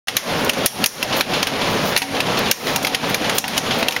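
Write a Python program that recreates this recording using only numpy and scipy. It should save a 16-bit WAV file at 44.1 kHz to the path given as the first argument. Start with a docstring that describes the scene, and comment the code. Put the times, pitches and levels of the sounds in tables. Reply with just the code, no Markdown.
"""A hailstorm beats on office windows, heard from inside the room.
After an instant of silence, wind-driven rain roars and drums on the panes, small ice patters and big
stones crack against the glass. Hard blows overload the recorder, whose gain control ducks the storm
and lets it swell back. From about 1.1 s, stones also hit farther windows and spray hisses on the glass.
From about 2.8 s to the end, the big stones fall thicker and the pane booms more strongly."""
import sys
import numpy as np
from scipy import signal
from scipy.io import wavfile
from scipy.ndimage import minimum_filter1d

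SR = 44100
rng = np.random.default_rng(int(sys.argv[2]) if len(sys.argv) > 2 else 0)


def master_out(mix):
    """Clip the mix to full scale and print it as 16-bit PCM to the path in sys.argv[1]."""
    frames = np.transpose(np.atleast_2d(mix))
    ceiling = np.clip(frames, -1, 1)
    pcm = np.round(ceiling * 32767).astype(np.int16)
    wavfile.write(sys.argv[1], SR, pcm)


N = 176400

# force of the storm, as the level of its roar: t/s, level/dB
GUSTS = [(0, -27), (.3, -21), (.42, -19.5), (.6, -22), (.85, -20), (1.0, -24.5), (1.15, -21.5),
         (1.4, -22.5), (1.5, -24), (1.7, -19.5), (1.85, -20.5), (2.1, -23.5), (2.33, -21), (2.5, -21.5),
         (2.95, -24.5), (3.1, -21), (3.5, -24), (3.8, -21.5)]
# relative spectral densities of rain, spray, small ice, a stone's crack and its room tail: f/Hz, level/dB
ROAR_SPECTRUM = [(25, -28), (55, -56), (90, -4.5), (150, 1.5), (230, 5), (330, -1), (520, 3.5), (800, -1.5),
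                 (1400, -6), (3000, -12.5), (6000, -18.5), (10000, -25.5), (16000, -32)]
SPRAY_SPECTRUM = [(2000, -9), (6000, 7), (9500, -0.5), (12000, 2), (16000, 10)]
PATTER_SPECTRUM = [(200, -16), (800, -1.5), (1500, -4.5), (2900, 0.5), (4300, -4.5), (6300, -11),
                   (10000, -19), (16000, -35)]
CRACK_SPECTRUM = [(100, -20), (450, -15.5), (1000, -8), (1600, -3.5), (2700, 0), (4500, -0.5), (6500, -1.5),
                  (10500, -4), (16000, -10)]
ROOM_SPECTRUM = [(100, -42), (450, -13), (900, -4.5), (1600, -2), (2900, -0.5), (4500, -2), (6300, -1.5),
                 (10500, -6.5), (16000, -16)]
# pane modes driven by the rain: f/Hz, relative level/dB, T60/s
DRUM_MODES = [(119.6, -2, 0.23), (168, -16, 0.13), (228.6, -1, 0.39), (258.7, 1.5, 0.33), (484, 4, 0.21),
              (580, 5.5, 0.071), (742, 5.5, 0.089)]
# sheets of spray on the glass: t/s, duration/s, level/dB
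SPRAYS = [(1.163, .045, -26), (1.696, 0.064, -41), (1.836, 0.084, -31), (2.38, 0.015, -26),
          (2.61, 0.16, -39), (3.09, 0.022, -30), (3.34, .055, -30), (3.742, .012, -41), (3.78, 0.032, -33)]
# stones on farther windows, heard only through the room: t/s, level/dB
FAR_STONES = [(1.1254, -18.5), (1.335, -17.5), (1.6125, -20.5), (2.1481, -23), (2.2634, -25.5),
              (2.372, -18.5), (2.4575, -20), (2.669, -19.5), (3.0935, -25), (3.244, -20.5), (3.6637, -25),
              (3.709, -18.5)]
# modes of the whole pane under a stone: f/Hz, relative level/dB, T60/s
BOOM_MODES = [(276, -14.5, 0.72), (459.5, -14.5, 0.073), (766, -4.5, 0.22), (856, -8, 0.14),
              (940, -8.5, 0.17)]
# clusters of close high modes: f/Hz, bandwidth/Hz, relative level/dB, T60/s
RATTLE_CLUSTERS = [(5620, 390, -19, .27), (6320, 520, -12.5, 0.096)]
# damped modes of a knock: ratio to the knock's f, relative level/dB, T60/s
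KNOCK_MODES = [(.36, -20.5, 0.059), (0.682, -15.5, 0.075), (.9, -18, 0.049), (1, -2, 0.03),
               (1.129, -7, 0.018), (1.55, -18, 0.036)]
# big stones on the near pane: t/s, level/dB, treble/dB, knock/dB, knock f/Hz, boom/dB
# (treble, knock and boom are relative to the stone's level)
NEAR_STONES = [(.04, 0.5, -4.5, -26, 2820, -22), (.083, 0.5, -11.5, -2, 1910, -19),
               (0.1675, 2, -2.5, -7, 3290, -33), (.4465, -28.5, 9, -10, 2800, -23),
               (0.4948, -8, -2.5, 7, 2730, -32), (0.5336, -11, -6, -6, 2900, -18),
               (0.6599, 6, 3.5, -9.5, 2800, -32), (0.8407, -1, -4.5, 1, 2790, -30),
               (0.8604, 3, 6, 1, 2500, -35), (1.0279, -17, 3, 12.5, 2710, -20),
               (1.2088, -1.5, -9.5, -1, 2560, -27), (1.4288, -5, -10, -14, 2600, -25),
               (1.4698, -9, -6, -2, 2650, -9), (1.964, 1.5, -15, -0.5, 2750, -16),
               (1.9749, 2.5, 0, -19, 3050, -28), (2.0188, -1, -5, 3.5, 2570, -5),
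               (2.2039, -9.5, -10, 0.5, 2590, -14), (2.5128, 5, 2, -1.5, 2274, -36),
               (2.7606, -12, 1.5, -1, 2770, 0), (2.8285, -29, 9, -9, 2300, -10),
               (2.848, -8, -8, 0, 2150, -13), (2.869, -7, -5.5, -5, 2950, -11),
               (2.9472, -6, -6, 1, 2740, -8), (3.1446, -6, -6.5, 0, 2370, -20),
               (3.2954, -7, -12.5, -16, 2700, -14), (3.383, -4.5, 5, -4, 2740, -10),
               (3.4408, -4.5, -17, -4, 2780, -7), (3.4795, -7.5, -7, -7, 2520, -23),
               (3.5688, -22, 0, -9, 2700, -10), (3.578, -8.5, -2, 3.5, 2940, -9),
               (3.8278, -6.5, -16.5, -4.5, 2520, -9.5), (3.8845, -4.5, -4, 8, 2740, -5),
               (3.909, -7, -7, -4, 2800, -15), (3.923, -7, -5, 2, 2680, -12),
               (3.9635, -5, -11, 4.5, 2000, -18)]

BAND_EDGES_HZ = 22 * 2 ** np.arange(0, 9.9, 1 / 3)
BAND_CENTRES_HZ = np.sqrt(BAND_EDGES_HZ[1:] * BAND_EDGES_HZ[:-1])
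ROOM_T60_S = 0.31
COLOUR_DB = 2.07   # spread of an impact's level from band to band
TIME = np.arange(N) / SR


def from_db(db):
    """Amplitude grows tenfold for every 20 dB."""
    return 10 ** (np.asarray(db) / 20)


def unit_rms(x):
    """Division by the rms gives a signal of unit power."""
    return x / np.sqrt(np.mean(x ** 2) + 1e-20)


def band_gains(spectrum):
    """Band power is spectral density times bandwidth; the powers are scaled to sum to 1."""
    hz, db = np.transpose(spectrum)
    gain = from_db(np.interp(np.log(BAND_CENTRES_HZ), np.log(hz), db)) * np.sqrt(BAND_CENTRES_HZ)
    return gain / np.linalg.norm(gain)


def bandpass(x, edges_hz):
    """A band-pass filter attenuates frequencies outside its edges."""
    return signal.sosfilt(signal.butter(2, edges_hz, "band", fs=SR, output="sos"), x)


def noise_bands():
    """Filtering white noise gives third-octave bands of unit rms, incoherent with their neighbours."""
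    white = rng.standard_normal((3, N + SR // 4))
    return np.array([unit_rms(bandpass(white[k % 3], BAND_EDGES_HZ[k:k + 2])[-N:])
                     for k in range(len(BAND_CENTRES_HZ))])


def drift(corner_hz, step=40, settle=2000):
    """Low-passed noise fluctuates slowly, with unit rms."""
    pole = np.exp(-2 * np.pi * corner_hz * step / SR)
    white = rng.standard_normal(N // step + settle + 2)
    slow = signal.lfilter([1], [1, -2 * pole, pole ** 2], white)[settle:]
    return np.interp(np.arange(N) / step, np.arange(len(slow)), unit_rms(slow))


def arrivals(per_s):
    """Poisson process: every sample has the same small chance of an impact."""
    return rng.random(N) < per_s / SR


def impulses(times, sizes):
    """Brief impacts are idealised as single-sample impulses."""
    return np.bincount(np.clip(times * SR, 0, N - 1).astype(int), sizes, N) + 1e-18


def decay(power, t60):
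    """Exponential decay: each input of power falls by 60 dB in t60 seconds."""
    return signal.lfilter([1], [1, -10 ** (-6 / (t60 * SR))], power)


def resonator(force, hz, t60):
    """A damped oscillator answers a unit impulse with a decaying sine of height about 1."""
    pole, angle = from_db(-60 / (t60 * SR)), 2 * np.pi * hz / SR
    return signal.lfilter([0, np.sin(angle)], [1, -2 * pole * np.cos(angle), pole ** 2], force)


def rain(bands, storm_db, flicker_db=1.77, flicker_hz=11.8, drum_db=-10):
    """Incoherent addition merges drops and wind into a flickering roar; drops excite the panes' modes."""
    roar = sum(gain * band * from_db(flicker_db * drift(flicker_hz))
               for gain, band in zip(band_gains(ROAR_SPECTRUM), bands))
    drops = arrivals(per_s=900) * rng.standard_normal(N) + 1e-18
    drum = sum(from_db(db) * unit_rms(resonator(drops, hz, t60)) for hz, db, t60 in DRUM_MODES)
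    return from_db(storm_db) * (unit_rms(roar) + from_db(drum_db) * unit_rms(drum))


def spray(bands):
    """Shot noise: fine droplets thrown against the glass overlap in bright hisses that swell and fade."""
    swells = sum(from_db(db) / (1 + ((TIME - start - length / 2) / (0.42 * length)) ** 6)
                 for start, length, db in SPRAYS)
    droplet_power = decay(arrivals(per_s=700) * rng.exponential(1, N) + 1e-18, t60=0.011)
    return swells * unit_rms(np.sqrt(droplet_power)) * (band_gains(SPRAY_SPECTRUM) @ bands)


def patter(bands, storm_db, mean_db=-27, gust_share=0.15, room_db=-6.5):
    """Incoherent powers add: random ticks of small ice, their reverberation and that of far stones."""
    times = np.flatnonzero(arrivals(per_s=220)) / SR
    far_times, far_db = np.transpose(FAR_STONES)
    far_power = decay(impulses(far_times, from_db(far_db) ** 2), t60=0.3)
    level = from_db(mean_db + gust_share * (storm_db - storm_db.mean()))
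    out = 0
    for gain, band in zip(band_gains(PATTER_SPECTRUM), bands):
        ticks = impulses(times, from_db(COLOUR_DB * rng.standard_normal(len(times))) ** 2)
        power = decay(ticks, t60=0.023) + from_db(room_db) ** 2 * decay(ticks, ROOM_T60_S)
        out += gain * band * np.sqrt(power / power.mean() * level ** 2 + far_power)
    return out


def boom(times, levels_db, spread_db=2):
    """Impulse response of the whole pane: each blow excites each low mode with its own strength."""
    out = 0
    for hz, mode_db, t60 in BOOM_MODES:
        strengths = from_db(levels_db + mode_db + spread_db * rng.standard_normal(len(times)))
        out += resonator(impulses(times, strengths), hz, t60)
    return out


def rattle(times, levels_db, growth=1.1):
    """Modal overlap: close high modes blur into narrow-band noise, growing faster than the blow."""
    blows = impulses(times, from_db(growth * levels_db) ** 2)
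    out = 0
    for hz, width_hz, db, t60 in RATTLE_CLUSTERS:
        cluster = bandpass(rng.standard_normal(N), [hz - width_hz / 2, hz + width_hz / 2])
        out += from_db(db) * unit_rms(cluster) * np.sqrt(decay(blows, t60))
    return out


def knocks(times, levels_db, pitches_hz, scatter=0.044):
    """Superposed damped modes ring briefly; where a stone lands sets the pitch and shifts the modes."""
    out, t = np.zeros(N + SR), np.arange(SR // 10) / SR
    ratio, mode_db, t60 = np.transpose(KNOCK_MODES)[:, :, None]
    for start, db, hz in zip(times, levels_db, pitches_hz):
        shift, phase = rng.standard_normal((2, len(ratio), 1))
        mode_hz = hz * ratio * (1 + scatter * shift * (ratio != 1))
        modes = np.sin(2 * np.pi * (mode_hz * t + phase))
        envelopes = from_db(db + mode_db - 60 * t / t60)
        out[int(start * SR):][:len(t)] += np.sum(envelopes * modes, axis=0)
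    return out[:N]


def cracks(times, levels_db, treble_db, crush_s=0.0017, t60=0.046, shelf_hz=5300, room_db=-11.5):
    """Crushing ice radiates a broadband burst; its direct and reverberant sound add in power."""
    since_crush = np.maximum(np.arange(SR // 16) / SR - crush_s, 0)
    burst_power = 10 ** (-6 * since_crush / t60)
    crack_gains, room_gains = band_gains(CRACK_SPECTRUM), from_db(room_db) * band_gains(ROOM_SPECTRUM)
    out = 0
    for hz, crack_gain, room_gain, band in zip(BAND_CENTRES_HZ, crack_gains, room_gains, noise_bands()):
        colour_db = COLOUR_DB * rng.standard_normal(len(times))
        shelf_db = treble_db / (1 + (shelf_hz / hz) ** 4)
        blows = impulses(times, from_db(levels_db + colour_db + shelf_db) ** 2)
        direct = crack_gain ** 2 * np.abs(signal.oaconvolve(blows, burst_power)[:N])
        reverberant = room_gain ** 2 * decay(blows, ROOM_T60_S)
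        out += band * np.sqrt(direct + reverberant)
    return out


def hailstones():
    """Impact excitation: each big stone cracks and sets the near pane knocking, rattling and booming."""
    times, db, treble_db, knock_db, knock_hz, boom_db = np.transpose(NEAR_STONES)
    return (cracks(times, db, treble_db) + knocks(times, db + knock_db, knock_hz)
            + rattle(times, db + treble_db) + boom(times, db + boom_db))


def scene():
    """Superposition: the sound pressures of water and ice add in one channel."""
    storm_db = np.interp(TIME, *np.transpose(GUSTS))
    water, ice = noise_bands(), noise_bands()
    return (rain(water, storm_db) + spray(water) + patter(ice, storm_db) + hailstones())[None]


def smooth(x, tau_s):
    """A first-order lag averages its input over the time constant tau_s."""
    pole = np.exp(-1 / (tau_s * SR))
    return signal.lfilter([1 - pole], [1, -pole], x)


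def gain_control(x, threshold_db=-12, lag_s=0.001, attack_s=0.0031, hold_s=0.039, release_db_per_s=174):
    """Compression: gain drops just after the level passes a threshold, holds, then climbs steadily."""
    level_db = 10 * np.log10(smooth(x ** 2, tau_s=0.00057) + 1e-12)
    excess_db = np.maximum(level_db - threshold_db, 0)
    half_hold = int(hold_s * SR / 2)
    held_db = -minimum_filter1d(-excess_db, 2 * half_hold + 1, origin=half_hold)   # trailing maximum
    climb_db = release_db_per_s * TIME
    cut_db = smooth(np.maximum.accumulate(held_db + climb_db) - climb_db, attack_s)
    return x * from_db(-np.interp(TIME - lag_s, TIME, cut_db))


def record(dry, ceiling=0.56, notch_hz=7910, notch_db=-19, switch_on_s=0.072, cutoff_hz=15900):
    """Saturation rounds the peaks left by gain control; a treble notch, switch-on and low-pass follow."""
    drive = gain_control(dry[0]) / ceiling
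    clipped = ceiling * drive / (1 + drive ** 6) ** (1 / 6)
    notched = signal.filtfilt(*signal.iirnotch(notch_hz, Q=5.1, fs=SR), clipped)
    leak = from_db(notch_db) * (clipped - notched)
    gated = (notched + leak) * (TIME >= switch_on_s)
    return signal.oaconvolve(gated, signal.firwin(201, cutoff_hz, fs=SR), "same")[None]


dry = scene()
out = record(dry)
master_out(out)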